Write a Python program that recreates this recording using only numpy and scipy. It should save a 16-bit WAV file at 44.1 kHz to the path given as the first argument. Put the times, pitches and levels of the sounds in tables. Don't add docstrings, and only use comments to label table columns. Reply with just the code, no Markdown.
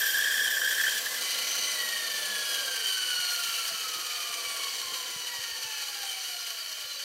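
import sys
import numpy as np
from scipy import signal
from scipy.fft import rfft, irfft, next_fast_len
from scipy.io import wavfile
from scipy.ndimage import uniform_filter1d

SR = 44100
rng = np.random.default_rng(int(sys.argv[2]) if len(sys.argv) > 2 else 0)


def transcribe(u):
    v = np.clip(np.atleast_2d(u).T, -1, 1)
    q = np.round(v * 32767).astype(np.int16)
    wavfile.write(sys.argv[1], SR, q)


def how_loud(loudness_db):
    steps = np.asarray(loudness_db, float) / 20
    return 10 ** steps


N = 310444

TEETH_PER_LAP, TEETH_PER_MOTOR_TURN = 166.38, 67.5
LEAVES_WOOD_S, EXTRACTOR_OFF_S = 1.194, 2.59

# time_s, level_db
RUN_LEVEL = [(0, -33.5), (.6, -36), (.95, -31.5), (1.15, -33.5), (1.27, -31), (1.5, -31), (1.9, -33.5),
             (2.8, -34), (3.0, -33.5), (3.15, -33), (3.28, -32.5), (3.4, -34), (3.68, -34), (3.78, -34.5),
             (4.7, -35.5), (5.05, -37), (5.9, -36.5), (7.04, -39.5)]
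# pitch_hz, width_hz, level_db
FRAME_MODES = [(1123.6, 22, -5), (1393, 29, 2), (1743, 295, -8.5), (2320, 58, 2), (2520, 86, -13),
               (2900, 78, 5), (3058, 190, 1), (3900, 76, 1.5), (4387, 240, -0.5), (4584, 36, 6),
               (4850, 330, -7), (5654, 36, 3), (5990, 720, -10)]
# pitch_hz, width_hz, level_db
GUIDE_MODES = [(6960, 210, -16), (8900, 160, 18.5), (8800, 630, -7)]
# pitch_hz, level_db (per Hz)
BETWEEN_MODES = [(350, -36.5), (600, -20), (1100, -12.5), (2100, -10), (2900, -5), (3550, -5.5),
                 (4400, -4.5), (5300, -5.5), (6500, -4), (10300, -5), (11500, -0.5), (12200, -7),
                 (13200, 0.5), (14700, -8)]
# start_s, length_s, top_db
GUIDE_BRUSHES = [
    (2.488, 0.055, 4),
    (2.85, 0.092, 3),
    (3.293, 0.4, 3),
    (4.77, 0.034, 1.5),
    (4.967, 0.028, 3.5),
    (6.08, 0.054, 2.5),
    (6.26, 0.033, 1.5),
    (6.495, 0.075, 1.5),
]


def saw(per_s, passed):
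    brush_db = sum(db * swell(s, length, edge_s=0.025) for s, length, db in GUIDE_BRUSHES)
    body_share = 0.47
    frame_db = in_time(RUN_LEVEL)[0] + body_share * brush_db
    bright_db = -8 + 1.5 * in_wood() - 0.45 * halvings(per_s) + (1 - body_share) * brush_db
    drive = friction(passed) + teeth(per_s)

    wide = how_loud(-0.5) * colour(drive, BETWEEN_MODES)
    dull = signal.sosfiltfilt(signal.butter(2, 7200, fs=SR, output="sos"), wide)
    board_damping = how_loud(-7.0 * in_wood())
    low = board_damping * body(drive, FRAME_MODES, flicker_db=1.0, rate=23.0) + dull

    guides_db = -10.0 - 7.0 * in_wood() - 4.5 * swell(3.72, 7, edge_s=.1)
    high = how_loud(guides_db) * body(drive, GUIDE_MODES, flicker_db=2.7, rate=1.6) + wide - dull
    return how_loud(frame_db) * (rms_one(low) + how_loud(bright_db) * rms_one(high))


def friction(passed):
    lap = (passed / TEETH_PER_LAP + .2335) % 1
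    weld = how_loud(8.0 + 1.5 * drift(0.5)) * np.exp(-lap / 0.055)
    throb_db = np.sin(2 * np.pi * passed / TEETH_PER_MOTOR_TURN)
    grit = how_loud(2.31 * rng.exponential(1, N)) * rng.standard_normal(N)
    return rms_one(grit) * np.sqrt(1 + 0.7 * weld) * how_loud(throb_db + 0.47 * drift(31))


# multiple, level_db
FAINT_MULTIPLES = [(4, -24), (5, -25), (8, -22), (10, -25), (14, -25), (15, -19), (16, -21), (28, -20)]


def teeth(per_s):
    order, db = np.transpose(FAINT_MULTIPLES)
    out = 0
    for k in (4, 5, *range(8, 29)):
        line = whine(k * per_s, np.interp(k, order, db), flutter_db=3.0, rate=7.0)
        out += line * (k * per_s < 16500)
    return out


# pitch_hz, width_hz, level_db
SWEPT_MODES = [(785, 44, -3), (1140, 270, -5), (1453, 215, -0.5), (1613, 82, 3), (1920, 310, -1.5),
               (2220, 430, 1), (3100, 690, 10.5), (3360, 140, 7), (4060, 160, -9), (4340, 600, 13.5),
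               (4910, 115, 13), (5850, 760, 5), (7400, 2000, -8), (10800, 8500, 1)]
# multiple, level_db
STRONG_MULTIPLES = [(1, -40), (2, -50), (3, -58), (6, -54), (7, -58)]
# start_s, length_s, multiple, level_db
SINGING_MULTIPLES = [(-.05, 0.24, 6, -36.5), (0.51, .33, 6, -44), (.75, .48, 7, -56), (.98, .24, 6, -56),
                     (1.07, 0.11, 1, -47), (1.474, 0.26, 3, -40), (1.5, 0.27, 2, -49),
                     (1.802, 0.36, 7, -54), (2.3, 0.51, 7, -66), (1.8, 0.83, 6, -64), (2.5, .4, 8, -56),
                     (1.803, 0.26, 1, -44), (2.133, 0.25, 1, -43.5), (2.47, 0.4, 3, -49),
                     (2.844, 0.1, 2, -37.5), (3.032, 0.2, 2, -40.5), (2.872, 0.49, 3, -41.5),
                     (4.098, 0.57, 2, -52.5), (3.6, 2, 7, -58), (5.62, 0.17, 7, -53), (5.3, 0.51, 2, -50.5),
                     (5.652, 0.18, 3, -51.5), (6.07, 0.13, 4, -43.5), (6.09, .09, 3, -51),
                     (6.59, 0.11, 7, -47), (6.875, 0.095, 7, -45.5)]


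def whistle(per_s):
    per_s = per_s + 2.5 * drift(9.1)
    near_db = 0.51 * (in_time(RUN_LEVEL)[0] + 34)
    slowing_db = 3.5 * halvings(per_s)
    taut_db = 7.5 * swell(-1.06, 2.72, edge_s=0.072)
    flutter_db = 1.4 + .8 * halvings(per_s)
    out = 0
    for multiple, line_db in STRONG_MULTIPLES:
        hz = round(multiple) * per_s
        power = how_loud(2 * -18.5)
        for mode_hz, width, mode_db in SWEPT_MODES:
            power = power + how_loud(2 * mode_db) / (1 + (2 * (hz - mode_hz) / width) ** 2) ** 2
        db = line_db + 10 * np.log10(power) - slowing_db + near_db - 4.3 * in_wood() - taut_db
        out += whine(hz, db, flutter_db, rate=13.0) * (1 + 0.5 * drift(74))
    for s, length, multiple, db in SINGING_MULTIPLES:
        line = whine(round(multiple) * per_s, db, flutter_db=1.0, rate=42.0)
        out += swell(s, length, edge_s=0.029) * line * (1 + 0.57 * drift(84))
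    return out


# pitch_hz, width_hz, level_db
BOARD_MODES = [(1539, 36, -11.5), (1600, 30, -3), (1659, 20.5, -2), (1737, 35, -2.5), (1850, 55, -9.5)]
# pitch_hz, width_hz, level_db
SQUEAL_OVERTONES = [(3110, 61, 4.5), (3247, 59, -1), (3377, 26, -2), (4900, 150, 2)]
# pitch_hz, width_hz, level_db
KERF_MODES = [(152, 65, -20), (2420, 630, 2), (3610, 150, 11), (4440, 120, -18), (5630, 310, 13),
              (6670, 120, 1), (7200, 340, 8.5), (8160, 380, 7), (9740, 490, 7), (12140, 350, 7.5),
              (14440, 560, 5.5)]
# time_s, level_db
FEED_PRESSURE = [
    (0, 1),
    (.88, -2),
    (.91, -3.5),
    (.99, -2.5),
    (1.01, -13),
    (1.3, -3),
]


def cut(passed):
    feed_db, = in_time(FEED_PRESSURE)
    ring_db, hiss_db = -32 + feed_db, -34.5 + 0.75 * feed_db
    edges = signal.butter(3, [1480, 1860], "band", fs=SR, output="sos")
    board = body(rng.standard_normal(N), BOARD_MODES, flicker_db=1.5, rate=21.0)
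    ring = rms_one(signal.sosfilt(edges, board))
    envelope = np.abs(signal.hilbert(ring, next_fast_len(N))[:N])
    even = ring / (envelope + 0.23)
    slip = np.tanh(1.7 * even + .5)
    overtones = how_loud(-10.0) * rms_one(body(slip, SQUEAL_OVERTONES, flicker_db=-2.5, rate=8.2))

    strength = grabs()
    surge = np.sin(2 * np.pi * passed / TEETH_PER_MOTOR_TURN + 0.78 * drift(8.9))
    chips = rng.standard_normal(N) * how_loud(drift(45) + 0.66 * surge) * (1 + 5.1 * strength)
    hiss = rms_one(body(chips, KERF_MODES, flicker_db=0.3, rate=2.4))
    steady = how_loud(ring_db) * (ring + 1.92 * overtones) + how_loud(hiss_db) * hiss
    return strength * (rms_one(even) + overtones) + in_wood() * steady


# start_s, length_ms, squeal_db
WOOD_GRABS = [(0.004, 38, -28), (0.039, 9.2, -32), (0.064, 37, -34.5), (0.144, 18, -25.5), (0.166, 13, -35),
              (0.187, 26, -29), (0.223, 9, -27), (0.243, 47, -24.5), (0.308, 19, -23.5), (0.341, 6.8, -22),
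              (0.376, 7.5, -26), (0.391, 41, -29), (0.445, 20, -25), (0.474, 9.9, -28), (0.509, 6.5, -27),
              (0.527, 4.8, -24.5), (0.567, 19, -26), (0.616, 5.9, -23), (0.632, 23, -26.5),
              (0.659, 8.2, -25), (0.673, 17, -25), (0.709, 30, -24.5), (0.779, 11, -26), (0.798, 18, -22),
              (0.837, 19, -21), (0.865, 28, -23), (0.919, 9.1, -37), (0.942, 37, -50), (1.062, 15, -26.5),
              (1.142, 17, -36)]


def grabs():
    stutter_hz, stutter_depth = 70, .4
    on = np.zeros(N)
    for s, ms, db in WOOD_GRABS:
        at = slice(round(s * SR), round((s + ms / 1000) * SR))
        held = np.maximum(since(s)[at] - .004, 0)
        stutter = 1 - np.cos(2 * np.pi * stutter_hz * held)
        on[at] = how_loud(db - 3.5) * (1 - stutter_depth * stutter)
    return uniform_filter1d(uniform_filter1d(on, size=170), size=110)


def in_wood():
    return np.clip((LEAVES_WOOD_S - np.arange(N) / SR) / 0.1 + .5, 0, 1)


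# lost_teeth_per_s, time_constant_s
COAST_LOSSES = [(145.2, .2923), (773.8, 3.355)]
# time_s, teeth_per_s
DRIVEN_SPEED = [
    (0, 2002),
    (.3, 2001),
    (.9, 2008),
    (1.05, 2021),
    (1.2, 2026),
    (1.69, 2028),
]


def blade_speed():
    free = since(DRIVEN_SPEED[-1][0])
    lost = sum(loss * (1 - np.exp(-free / tau)) for loss, tau in COAST_LOSSES)
    return in_time(DRIVEN_SPEED)[0] - lost - 96.28 * free - 1.293 * free ** 3


def halvings(per_s):
    return np.log2(DRIVEN_SPEED[-1][1] / per_s)


# pitch_hz, level_db (per Hz)
RUMBLE_SPECTRUM = [(15, -50), (25, -12), (49, -54), (141, -20), (339, -9), (392, -6.5), (484, -2),
                   (598, -16.5), (703, -2), (827, -6.5), (1020, -6), (1110, 3.5), (1200, -6), (1560, -31),
                   (2640, -120)]
# pitch_hz, width_hz, level_db
CABINET_MODES = [(340, 13, -7.5), (397, 17, -5), (467, 4.6, 3), (510.8, 18.7, 8.5), (684, 20, -4.5)]


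def rumble(per_s):
    air = rng.standard_normal(N) * how_loud(1.4 * drift(38))
    panels = how_loud(-2.0) * body(air, CABINET_MODES, flicker_db=-0.5, rate=2.8)
    tone = rms_one(colour(air, RUMBLE_SPECTRUM) + panels)
    extractor_db = -51.5 - 17 * since(EXTRACTOR_OFF_S)
    cabinet_db = -52.5 - 4.0 * halvings(per_s)
    shudder = how_loud(2 * -52.5) * np.exp(-((per_s - 1110) / 200) ** 2)
    return np.sqrt(how_loud(2 * extractor_db) + how_loud(2 * cabinet_db) + shudder) * tone


def fan():
    off = since(EXTRACTOR_OFF_S)
    nearing = EXTRACTOR_OFF_S - since(0) + off
    fade_db = 46 * since(EXTRACTOR_OFF_S + 0.16) + 150 * since(3.2)
    return whine(612 * np.exp(-off / 0.72), -55.5 - 2 * nearing - fade_db, flutter_db=3.0, rate=24.0)


def hum(per_s):
    line = whine(8 * per_s / TEETH_PER_MOTOR_TURN, -66.5 - 90 * since(2.35), flutter_db=3.5, rate=11.0)
    return line * (0.62 + 0.33 * swell(.85, 7, edge_s=.2))


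# start_s, length_s, first_hz, last_hz, level_db
GLIDING_WHISTLES = [
    (2.31, 0.74, 133.7, 119, -84),
    (3.221, 0.51, 724, 662, -58.5),
    (4.117, 0.48, 709, 656, -56.5),
    (4.757, .36, 644, 495, -70),
]


def glides():
    out = 0
    for s, length, hz, last_hz, db in GLIDING_WHISTLES:
        glide = np.maximum(hz + (last_hz - hz) * since(s) / length, 20)
        out += swell(s, length, edge_s=0.078) * whine(glide, db, flutter_db=5.5, rate=20.0)
    return out


# start_s, peak_db, pitch_hz
HAND_BUMPS = [(0.819, -66, 116), (3.19, -55, 164), (3.487, -57, 199), (3.719, -53, 199), (3.739, -54, 188),
              (3.965, -58, 152), (4.3, -58, 178), (4.469, -60, 91), (4.849, -59, 92), (4.879, -60, 194),
              (4.921, -57, 199), (5.16, -48, 154), (5.19, -62, 128), (5.386, -53, 104), (5.518, -58, 82),
              (5.649, -55, 118), (5.679, -72, 91.5), (5.909, -69, 91.5), (6.844, -61, 105)]


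def bumps():
    out, t = np.zeros(N + 2000), np.arange(2000) / SR
    for s, db, hz in HAND_BUMPS:
        turns = t * hz
        at = round(s * SR)
        push = 4 * turns * np.exp(-2.5 * turns) * np.sin(2 * np.pi * turns)
        out[at:at + 2000] += how_loud(db + 8.5) * push
    return out[:N]


def whine(hz, db, flutter_db, rate):
    phase = 2 * np.pi * np.cumsum(hz) / SR + .5 * drift(rate)
    return np.sqrt(2) * how_loud(db + flutter_db * drift(rate)) * np.sin(phase)


def resonate(x, hz, width_hz):
    r = np.exp(-np.pi * width_hz / SR)
    zeros = np.array([1, 0, -1]) * (1 - r * r) / 2
    return signal.lfilter(zeros, [1, -2 * r * np.cos(2 * np.pi * hz / SR), r * r], x)


def body(x, modes, flicker_db, rate):
    out = 0
    for k, (hz, width, db) in enumerate(modes):
        mode = resonate(resonate(x, hz, 1.77 * width), hz, 1.77 * width)
        out += (-1) ** k * how_loud(db + flicker_db * drift(rate)) * mode
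    return out


def colour(x, spectrum):
    size = next_fast_len(N)
    hz, db = np.transpose(spectrum)
    grid = np.log(np.arange(size // 2 + 1) * SR / size + 1)
    return irfft(rfft(x, size) * how_loud(np.interp(grid, np.log(hz), db)), size)[:N]


def drift(rate):
    r = np.exp(-40 * np.pi * rate / SR)
    noise = rng.standard_normal(N // 20 + 4002)
    slow = rms_one(signal.lfilter([1], [1, -2 * r, r * r], noise)[4000:])
    return np.interp(np.arange(N) / 20, np.arange(len(slow)), slow)


def swell(s, length, edge_s):
    nearest_end = np.minimum(since(s - edge_s), edge_s + length - since(s))
    return np.clip(nearest_end / edge_s, 0, 1) ** 2


def since(s):
    return np.maximum(np.arange(N) / SR - s, 0)


def in_time(rows):
    s, *columns = np.transpose(rows)
    return [np.interp(np.arange(N) / SR, s, c) for c in columns]


def rms_one(x):
    return x / np.sqrt(np.mean(x ** 2) + 1e-20)


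def scene():
    per_s = blade_speed()
    passed = np.cumsum(per_s) / SR
    blade = saw(per_s, passed) + whistle(per_s) + cut(passed)
    background = rumble(per_s) + fan() + hum(per_s) + glides() + bumps()
    mono = blade + background
    return np.array([mono, mono])


def roll_off(x):
    return signal.sosfilt(signal.butter(12, 16330, fs=SR, output="sos"), x)


def record(dry):
    dry = .22 * np.tanh(dry / .22)
    dry = signal.sosfilt(signal.butter(2, 70.0, "high", fs=SR, output="sos"), dry)
    dry = signal.sosfilt(signal.ellip(12, .5, 65, 15770, fs=SR, output="sos"), dry)
    return roll_off(dry)


dry = scene()
out = record(dry)
transcribe(out)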